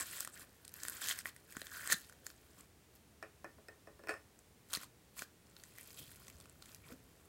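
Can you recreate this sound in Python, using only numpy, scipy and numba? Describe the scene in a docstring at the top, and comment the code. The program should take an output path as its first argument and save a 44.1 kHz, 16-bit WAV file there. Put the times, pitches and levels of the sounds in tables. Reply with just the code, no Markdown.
"""Glitter slime is pulled out of a small plastic tub, close by, in a quiet room of steady rumble and hiss.
Tearing threads crackle as click trains, air pockets ring over the hollow tub, fingers rub as dull noise;
films pop, folds squelch as bursts of filtered noise, and the lump slaps the hand with a damped thud.
From 3.2 to 4.2 s the tub is put aside: light knocks ring tub and table as damped modes.
From 4.7 s the slime is pulled again, then squeezed and stretched between two hands, with a low rumble."""
import sys
import numpy as np
from scipy import signal
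from scipy.fft import rfft, irfft
from scipy.io import wavfile
from scipy.ndimage import uniform_filter1d
from numba import njit

SR = 44100
rng = np.random.default_rng(int(sys.argv[2]) if len(sys.argv) > 2 else 0)


def master_out(mix):
    """Clip the mix to full scale and print it as 16-bit PCM to the path in sys.argv[1]."""
    frames = np.transpose(np.atleast_2d(mix))
    ceiling = np.clip(frames, -1, 1)
    pcm = np.round(ceiling * 32767).astype(np.int16)
    wavfile.write(sys.argv[1], SR, pcm)


N = 321048
TIME_S = np.arange(N) / SR


def undb(db):
    """Decibels to amplitude."""
    return 10 ** (np.asarray(db) / 20)


def unit(x):
    """Scale to rms 1."""
    return x / np.sqrt(np.mean(x ** 2))


def burst(x, seconds):
    """Scale a short sound to the energy of rms 1 held for that long."""
    return x * np.sqrt(seconds * SR / np.sum(x ** 2))


def even(x, seconds):
    """Scale to a running rms near 1, keeping the fine grain."""
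    size = int(seconds * SR / 2)
    power = uniform_filter1d(uniform_filter1d(x ** 2, size), size)
    floor = np.mean(x ** 2) / 100
    return x / np.sqrt(power + floor)


def add(out, start_s, x):
    """Mix x into out at start_s."""
    i = max(int(start_s * SR), 0)
    out[i:i + len(x)] += x[:N - i]


def noise(count):
    """White noise, rms about 1."""
    return rng.standard_normal(count)


def band(x, hz, width_hz):
    """One resonance."""
    return signal.lfilter(*signal.iirpeak(hz, hz / width_hz, fs=SR), x)


def double_band(x, hz, width_hz):
    """Two equal resonances in series: steeper skirts."""
    return band(band(x, hz, width_hz), hz, width_hz)


def colour(x, points, size=4096):
    """Causal minimum-phase filter through (freq_hz, gain_db) points."""
    hz, db = np.transpose(points)
    bins_hz = np.maximum(np.arange(size // 2 + 1) * SR / size, 1)
    gain = undb(np.interp(np.log(bins_hz), np.log(hz), db))
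    cepstrum = irfft(np.log(gain))
    # fold the cepstrum onto positive time
    cepstrum[1:size // 2] *= 2
    cepstrum[size // 2 + 1:] = 0
    impulse = irfft(np.exp(rfft(cepstrum)))
    return signal.fftconvolve(x, impulse)[:len(x)]


def fade(t, t60):
    """Exponential decay, -60 dB at t60 seconds."""
    return np.exp(-np.log(1000) * t / t60)


def ring(t, hz, t60):
    """A damped sine."""
    return np.sin(2 * np.pi * hz * t) * fade(t, t60)


def walk(steps_per_s):
    """A smooth random drift, zero mean, spread a little below 1."""
    k = int(SR / steps_per_s)
    steps = np.repeat(noise(N // k + 1), k)
    return 0.9 * uniform_filter1d(steps, k)[:N]


@njit
def glide(x, hz, damping):
    """A state-variable resonance whose centre moves every sample."""
    y, b, l = np.empty(len(x)), 0., 0.
    for i in range(len(x)):
        g = np.tan(np.pi * hz[i] / SR)
        v = (b + g * (x[i] - l)) / (1 + g * (g + damping))
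        b, l, y[i] = 2 * v - b, l + 2 * g * v, damping * v
    return y


def clicks(rate_per_s, spread_db):
    """Random impulses of either sign and widely scattered size."""
    at = np.flatnonzero(rng.random(N) < rate_per_s / SR)
    out = np.full(N, 1e-18)
    size, side = rng.standard_normal((len(at), 2)).T
    out[at] = np.sign(side) * undb(spread_db * np.clip(size, -2, 2.5))
    return out


def grains(rate_per_s, low_hz, high_hz, t60_cycles, spread_db, count=16):
    """Random tiny cavities bursting: each rings a few cycles at one of count pitches, at scattered strength."""
    out = np.zeros(N)
    for hz in np.geomspace(low_hz, min(high_hz, SR / 2 - 2000), count):
        pole = np.exp((2j * np.pi - np.log(1000) / t60_cycles) * hz / SR)
        feedback = [1, -2 * pole.real, abs(pole) ** 2]
        hits = clicks(rate_per_s / count, spread_db)
        out += hz / low_hz * signal.lfilter([0, pole.imag], feedback, hits)
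    return out


# steady room spectrum: freq_hz, gain_db
ROOM_SPECTRUM = [(15, -74), (25, -21.5), (47, -8.5), (70, -2.5), (134, -7.5), (212, -10), (354, -13),
                 (394, -12.5), (463, -13.5), (516, -17), (1100, -23), (1440, -24), (1890, -23.5),
                 (3520, -27), (6300, -28.5), (8300, -27.5), (13500, -32), (16000, -30.5)]
ROOM_DB = -65
HANDS_START_S, HANDS_END_S, HANDS_FADE_S, HANDS_DB = 5.6, 7.28, .25, -68.5


def background():
    """Steady room rumble and hiss, plus the low rumble of near hands during the big stretch."""
    air = unit(colour(noise(N), ROOM_SPECTRUM))
    hands = unit(band(band(noise(N), 86.2, 88.1), 89.0, 210))
    edge_s = np.minimum(TIME_S - HANDS_START_S, HANDS_END_S - TIME_S)
    near = np.clip(edge_s / HANDS_FADE_S, 0, 1)
    return undb(ROOM_DB) * air + undb(HANDS_DB) * near * hands


PULL_ATTACK_S, PULL_RELEASE_S = .017, .011  # time constants of gripping and letting go


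def grip(start_s, end_s):
    """Exponential attack up to start_s, hold to end_s, exponential release."""
    attack = np.maximum(start_s - TIME_S, 0) / PULL_ATTACK_S
    release = np.maximum(TIME_S - end_s, 0) / PULL_RELEASE_S
    return np.exp(-attack - release)


# pulls that peel slime off plastic or skin until it lets go:
# start_s, length_s, end_snap_db, swell_db (rise from start to end), pocket_db (relative to snaps)
PULLS = [(0.0, 0.029, -44, -4, -5), (0.039, 0.19, -47.5, 5, -9.5), (0.251, 0.053, -66, -5, -1.5),
         (.345, .085, -56, 4, -5), (0.754, 0.13, -52, 8, -4), (0.906, 0.098, -54, -1, -5.5),
         (1.015, 0.11, -42, 5, -7.5), (1.14, 0.068, -53, 1, -3.5), (1.258, 0.032, -52.5, 4, -5),
         (1.506, 0.19, -60, 1, -3.5), (1.719, 0.17, -50.5, 4, 1), (1.888, 0.038, -34, 14, 1),
         (1.947, .15, -68, -13, -15), (2.263, 0.054, -67, -5, -17), (2.582, 0.026, -62.5, 3, -5),
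         (2.942, 0.027, -69, 2.5, -11), (4.718, 0.01215, -50, 5, -6), (4.738, .03, -48, -5, -9.5),
         (4.795, 0.04, -51.5, 9, -4), (5.181, 0.051, -52.5, 0, -8), (5.571, 0.2, -67, 3, -19),
         (5.784, .35, -61, -0.5, -14), (5.968, .025, -51, 6, -25), (6.15, 0.31, -71, -8, -8),
         (6.619, 0.14, -62, 6, -8.5), (6.859, 0.067, -60.5, 7, -1.5)]
# slime clinging to moving fingers between pulls: start_s, end_s, level_db
CLINGS = [(0, 2.65, -73), (5.47, 7.28, -75)]
CLING_POCKET_DB = -3.5  # relative to the cling
JERK_DB, JERKS_PER_S = 1.0, 45  # scale and step rate of the random level drift


def effort():
    """Snap and pocket levels in dB: each pull swells or eases evenly, and the slime comes away in small jerks."""
    snaps = pockets = np.full(N, 1e-5)
    for start_s, length_s, end_db, swell_db, pocket_db in PULLS:
        end_s = start_s + length_s
        remaining = np.clip((end_s - TIME_S) / length_s, 0, 1)
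        pull = grip(start_s, end_s) * undb(end_db - swell_db * remaining)
        snaps = np.maximum(snaps, pull)
        pockets = np.maximum(pockets, pull * undb(pocket_db))
    for start_s, end_s, level_db in CLINGS:
        cling = grip(start_s, end_s) * undb(level_db)
        snaps = np.hypot(snaps, cling)
        pockets = np.hypot(pockets, cling * undb(CLING_POCKET_DB))
    jerks_db = JERK_DB * walk(JERKS_PER_S)
    return 20 * np.log10(snaps) + jerks_db, 20 * np.log10(pockets) + jerks_db


# spectrum of the snapping threads: freq_hz, gain_db
SNAP_SPECTRUM = [(700, -24), (1300, -8), (2000, -10), (2620, -5), (3200, -5), (4300, -5), (4900, -3.5),
                 (5700, -8.5), (7800, -1.5), (9300, -5.5), (12000, -3), (16000, -7.5)]
SNAPS_PER_S, SNAPS_AT_DB, SNAP_GROWTH = 2100, -54.5, .65  # rate at that level, power-law exponent
TUB_HZ, TUB_WIDTH_HZ = 1680, 200
TUB_SHARE_FULL, TUB_SHARE_EMPTY = 0.41, 0.81
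TUB_EMPTY_S, TUB_AWAY_S = 1.95, 2.6


def peeling():
    """Threads snap and air pockets open as the slime lets go; a harder pull makes them denser."""
    snap_db, pocket_db = effort()
    rate_per_s = SNAPS_PER_S * undb(SNAP_GROWTH * (snap_db - SNAPS_AT_DB))
    threads = clicks(rate_per_s, spread_db=1)
    fizz = grains(.6 * rate_per_s, low_hz=2380, high_hz=15700, t60_cycles=11.2, spread_db=5.5)
    snaps = colour(unit(threads) + undb(1.5) * unit(fizz), SNAP_SPECTRUM)
    # a hard pull opens gaps that keep changing shape, so their resonances wander
    folds = np.zeros(N)
    for hz in (3900, 7300):
        wander_hz = np.minimum(hz * np.exp(0.35 * walk(22)), SR / 3)
        folds += glide(snaps, wander_hz, 0.129)
    fold_gain = np.clip((snap_db + 53) / 10, 0, 1.2)  # a thin free sheet has none
    snaps = even(snaps + fold_gain * folds, seconds=0.085)
    pockets = grains(.3 * rate_per_s, low_hz=1030, high_hz=2200, t60_cycles=13, spread_db=4.5, count=12)
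    # the emptier the tub, the more it colours the pockets, until it is carried off
    share = np.interp(TIME_S, [0, TUB_EMPTY_S, TUB_AWAY_S], [TUB_SHARE_FULL, TUB_SHARE_EMPTY, 0])
    tub_hz = TUB_HZ * np.exp(.035 * walk(20))  # the fingers shift it a little
    tub = glide(pockets, tub_hz, TUB_WIDTH_HZ / TUB_HZ)
    hollow = even((1 - share) * unit(pockets) + share * unit(tub), seconds=0.035)
    # the soft mass gives a dull patter under each snap
    patter = even(band(threads, 340, 500), seconds=0.039)
    return undb(snap_db) * (snaps + undb(-24.5) * patter) + undb(pocket_db) * hollow


RUB_DB, RUB_HZ, RUB_WIDTH_HZ = -78, 370, 410  # centre of the drifting level; resonance


def rubbing():
    """Fingers slide dully over the lump for as long as it clings to them."""
    working = sum(grip(start_s, end_s) for start_s, end_s, _ in CLINGS)
    rub = unit(double_band(noise(N), RUB_HZ, RUB_WIDTH_HZ))
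    return working * undb(RUB_DB + 3.8 * walk(9)) * rub


# spells of small stray pops: start_s, end_s, pops_per_s, snap_db, pocket_db
SPELLS = [(.64, 0.722, 43, -56.5, -76), (1.5, 1.73, 17, -66, -62), (2.029, 2.14, 17.6, -63.5, -66),
          (5.52, 6.36, 12, -59, -67)]
STRAY_SNAP_HZ, STRAY_POCKET_HZ, STRAY_TEAR_MS = 5560, 1630, 1  # medians
STRAY_SPREAD_DB, STRAY_SNAP_OCTAVES, STRAY_POCKET_OCTAVES = 3.5, 0.89, 0.35


def stray_pops():
    """Small pops at loose intervals through each spell, each with its own size and pitch."""
    rows = []
    for start_s, end_s, rate_per_s, snap_db, pocket_db in SPELLS:
        count = max(round((end_s - start_s) * rate_per_s), 1)
        chances = np.clip(rng.standard_normal((count, 5)), -2, 2)
        for k, (size, high, depth, wide, slow) in enumerate(chances):
            pop_s = start_s + (end_s - start_s) * (k + rng.random()) / count
            snap_hz = min(STRAY_SNAP_HZ * 2 ** (STRAY_SNAP_OCTAVES * high), SR / 3)
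            pocket_hz = STRAY_POCKET_HZ * 2 ** (STRAY_POCKET_OCTAVES * wide)
            rows.append((pop_s, snap_db + STRAY_SPREAD_DB * size, snap_hz,
                         pocket_db + STRAY_SPREAD_DB * depth, pocket_hz, STRAY_TEAR_MS * 2 ** slow))
    return rows


# loudest pops: start_s, snap_db, snap_hz, pocket_db, pocket_hz (at onset), tear_ms
LOUD_POPS = [(0.134, -62, 7000, -50, 1940, 1.8), (0.1827, -54, 9000, -50, 1860, 1.27),
             (0.2061, -35.5, 8750, -49, 1340, 1.4), (0.2488, -42, 8900, -48, 1796, 2.95),
             (0.2749, -46, 8000, -46, 1260, 1.14), (0.6487, -59.5, 4550, -83, 2020, 0.33),
             (0.68, -55.5, 4800, -83, 2090, 0.4), (0.74, -46.5, 11400, -73, 1610, 0.8),
             (0.8343, -39.5, 7920, -50, 1660, 0.69), (0.8513, -46, 10460, -43, 1663, 0.35),
             (0.884, -37.5, 8300, -46, 1530, 0.2), (0.8978, -40, 10800, -54, 1610, 0.2),
             (1.019, -53, 3400, -44.5, 1590, 1.4), (1.086, -36.5, 5620, -44, 1940, 0.37),
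             (1.0927, -38.5, 7700, -58.5, 2130, 0.3), (1.1002, -48, 5260, -40.5, 1880, 1.5),
             (1.1113, -38, 3370, -39, 2040, 0.91), (1.1892, -41, 8100, -45.5, 1976, 0.76),
             (1.2568, -45, 2900, -36, 1900, 0.98), (1.2695, -48, 11500, -53, 1180, 0.94),
             (1.3634, -55, 9340, -56, 1928, 4), (1.5246, -53, 7760, -68, 2380, 0.59),
             (1.5684, -46, 8400, -42.5, 1549, 0.77), (1.6167, -45, 4030, -47, 1726, 1.95),
             (1.6686, -48, 3560, -53.5, 1760, 1.9), (1.8745, -39, 7900, -44, 1676, 0.9),
             (1.9007, -44, 7000, -35, 1640, 0.88), (1.923, -29.5, 7500, -40, 1600, 1.4),
             (1.928, -29, 7085, -34.5, 1662, 2.52), (2.0966, -58.5, 9980, -57.5, 1490, 2.35),
             (2.1249, -61, 6800, -58.5, 1620, 1.6), (2.2665, -41.5, 7620, -47, 1660, 1.3),
             (2.3019, -55, 4470, -56, 1620, 1.4), (4.3904, -60, 8200, -75.5, 1080, 0.94),
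             (4.7325, -37.5, 7504, -47, 1339, 4.6), (4.737, -39.5, 5644, -49.5, 1550, 2),
             (4.7505, -36, 4430, -67, 1940, 0.67), (4.7716, -46, 5550, -47, 1900, 2.06),
             (5.1923, -42.5, 8230, -49.5, 2348, 4.4), (5.221, -45.5, 2740, -41, 1610, 3),
             (5.566, -54.5, 4110, -64, 1444, 1.2), (5.6371, -51.5, 7300, -58, 1844, 0.53),
             (5.7845, -52, 12000, -53, 1880, 1.33), (5.8109, -52, 11100, -66.5, 2040, 0.18),
             (5.9899, -53, 3500, -78, 1360, 6.7), (6.1162, -57, 8900, -63, 1533, 1.06),
             (6.2818, -52.5, 7150, -58, 2014, 0.67), (6.3008, -54.5, 3000, -77, 2390, 0.39),
             (6.402, -55, 7100, -64, 1202, 0.31), (6.4105, -58.5, 4060, -78, 1902, 2.25),
             (6.4565, -63, 2793, -60, 1244, 1.5), (6.497, -57.5, 7760, -70, 1490, 0.45),
             (6.6235, -52, 4290, -60, 1326, 2.3), (6.658, -57.5, 3980, -65, 2200, 0.47),
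             (6.7472, -50.5, 5330, -66, 2340, 0.45)]
SNAP_WIDTH = .28  # bandwidth / pitch
POCKET_T60_S, POCKET_RISE_PER_S = .0093, 4.8
POP_LEVEL_S = .004  # pop levels are rms held this long


def pops():
    """A film tears in a quick run of snaps, and the pocket behind it rings."""
    out, t = np.zeros(N), np.arange(SR // 30) / SR
    for start_s, snap_db, snap_hz, pocket_db, pocket_hz, tear_ms in LOUD_POPS + stray_pops():
        # one clean break, then smaller snaps as the tear runs on
        run = noise(len(t)) ** 3 * np.exp(-(t * 1000 / tear_ms) ** 2)
        tear = 0.76 * burst(run, 1 / SR)
        tear[0] += .7
        snap = band(tear, snap_hz, SNAP_WIDTH * snap_hz) + undb(-11.0) * band(tear, 6500, 8600)
        # the pitch rises a little as the pocket opens
        pocket = ring(t * (1 + POCKET_RISE_PER_S * t), pocket_hz, POCKET_T60_S)
        pocket *= 1 - fade(t, t60=0.00058)
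        pop = undb(snap_db) * burst(snap, POP_LEVEL_S) + undb(pocket_db) * burst(pocket, POP_LEVEL_S)
        add(out, start_s, pop)
    return out


# wet squelches: centre_s, level_db, pitch_hz, half_length_s (centre to 1/e)
SQUELCHES = [(0.338, -55.5, 8230, 0.014), (0.371, -55.5, 1870, 0.0091), (1.039, -50, 3360, 0.016),
             (1.113, -42.5, 3282, 0.012), (1.197, -58, 8000, 0.016), (1.872, -52, 7695, 0.022),
             (1.942, -39.5, 4000, 0.004), (4.753, -45, 4130, 0.011), (4.75, -52, 1237, 0.012),
             (5.786, -62, 2090, 0.026), (6.027, -61.5, 3197, 0.0293), (6.845, -64.5, 2280, 0.018)]


def squelches():
    """Air sputters through a narrow fold, swelling and fading at the fold's own pitch."""
    out = np.zeros(N)
    for centre_s, level_db, hz, half_s in SQUELCHES:
        t = np.arange(-2 * half_s, 2 * half_s, 1 / SR)
        sputter = noise(len(t)) ** 3 * np.exp(-(t / half_s) ** 2)
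        squelch = burst(double_band(sputter, hz, .3 * hz), half_s)
        add(out, centre_s - 2 * half_s, undb(level_db) * squelch)
    return out


# soft slaps of the lump on the hand: start_s, level_db, pitch_hz, t60_s (of the blur; the ring takes half)
SLAPS = [(1.568, -38.5, 273, 0.017), (1.618, -48.5, 475, 0.021), (1.923, -58, 480, 0.022),
         (1.938, -48.5, 180, 0.066), (4.773, -38.5, 260, 0.024), (5.221, -51.5, 377, 0.037),
         (6.0, -53, 140, 0.13), (6.344, -52.5, 87, 0.13), (6.903, -55, 473, 0.19), (6.92, -53, 248, 0.184)]


def slaps():
    """The heavy lump flops against the hand: a short dull thud, blurred because the mass is soft."""
    out, t = np.zeros(N), np.arange(SR // 6) / SR
    for start_s, level_db, hz, t60_s in SLAPS:
        blur = unit(double_band(noise(len(t)), hz, 0.68 * hz))
        thud = 1.6 * ring(t, hz, t60_s / 2) + 0.86 * blur * fade(t, t60_s)
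        add(out, start_s, undb(level_db) * thud)
    return out


# tub knocking on the table: start_s, level_db, contact_hz (sets the filter corners), tick_db (relative)
KNOCKS = [(3.2266, -45, 2800, -16), (3.4443, -45.5, 1540, -17), (3.583, -60, 706, -30.5),
          (3.6845, -50.5, 1730, -9), (3.8725, -53, 940, -18.5), (3.993, -57, 900, -18),
          (4.037, -53.5, 1210, -15), (4.072, -48.5, 2200, -12), (4.0856, -45, 2600, -11),
          (4.0922, -35, 4300, -18.5), (4.108, -43.5, 3400, -17), (4.139, -47, 2410, -16)]
# tub and table top ringing together, before detuning: freq_hz, level_db, t60_s
TABLE_MODES = [(329.5, -0.5, 0.13), (427, -1, 0.19), (551, -6.5, 0.16), (640, -5, 0.12), (822, -5.5, 0.095),
               (1105, -15, 0.081), (1390, -12, 0.048), (1480, -4, 0.059), (1731, 3.5, 0.086),
               (1827, -1.5, 0.18), (2320, -27, 0.089), (2505, -3.5, 0.076), (2560, -8, 0.17),
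               (2775, -12, 0.135), (4550, -8, 0.064), (4900, -18, 0.14), (5290, -17, 0.3), (6970, -18, .06),
               (8600, 1, 0.047)]
# spectrum of the contact noise: freq_hz, gain_db
CLACK_SPECTRUM = [(120, -12), (200, -12), (400, -0.5), (900, -7), (1750, -4.5), (2600, -14), (3400, -25.5),
                  (5300, -28), (8000, -12), (16000, -13)]


def knocks():
    """Each knock has another spot and grip, so the modes shift and mix anew; soft contacts are duller."""
    out, t = np.zeros(N), np.arange(SR // 3) / SR
    for start_s, level_db, contact_hz, tick_db in KNOCKS:
        chance = rng.standard_normal((len(TABLE_MODES), 3))
        detune = 1 + .015 * chance[:, 2]
        modes = np.zeros(len(t))
        for (side, size, _), shift, (hz, mode_db, t60_s) in zip(chance, detune, TABLE_MODES):
            modes += np.sign(side) * undb(mode_db + 2 * size) * ring(t, hz * shift, t60_s)
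        clack_fade = fade(t, t60=0.011) + undb(-8.5) * fade(t, t60=0.21)
        clack = colour(noise(len(t)) * clack_fade, CLACK_SPECTRUM)
        knock = unit(modes) + undb(2.0) * unit(clack)
        knock = signal.lfilter(*signal.butter(2, min(1.27 * contact_hz, SR / 3), fs=SR), knock)
        # a short, hard contact also leaves the lowest modes weaker
        knock = signal.lfilter(*signal.butter(1, contact_hz / 6, "high", fs=SR), knock)
        # the plastic rim gives a dry tick with two short rings
        tick = ring(t, 5330 * detune[0], t60=0.011) + 0.58 * ring(t, 8400, t60=0.0072)
        tick += 0.92 * noise(len(t)) * fade(t, t60=0.0045)
        mix = unit(knock) + undb(tick_db) * unit(tick)
        add(out, start_s, undb(level_db) * burst(mix, seconds=0.011))
    return out


def room(x):
    """A small room: a few early reflections from the table, then a faint short tail."""
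    t = np.arange(SR // 3) / SR
    early = noise(len(t)) ** 3 * fade(t, t60=0.032) * (t > .001)
    late = band(noise(len(t)), 2500, 9000) * fade(t, t60=0.24) * (t > .006)
    echo = undb(-10.5) * burst(early, 1 / SR) + undb(-17) * burst(late, 1 / SR)
    return x + signal.fftconvolve(x, echo)[:N]


def scene():
    """Slime and tub in the room, over its background."""
    slime = peeling() + rubbing() + pops() + squelches() + slaps()
    return (room(slime + knocks()) + background())[None]


TOP_HZ = 15900


def record(dry):
    """Cut the deepest bass below 42 Hz and, steeply, everything above TOP_HZ."""
    lean = signal.sosfilt(signal.butter(2, 42, "high", fs=SR, output="sos"), dry)
    return signal.sosfilt(signal.ellip(10, .2, 70, TOP_HZ, fs=SR, output="sos"), lean)


dry = scene()
out = record(dry)
master_out(out)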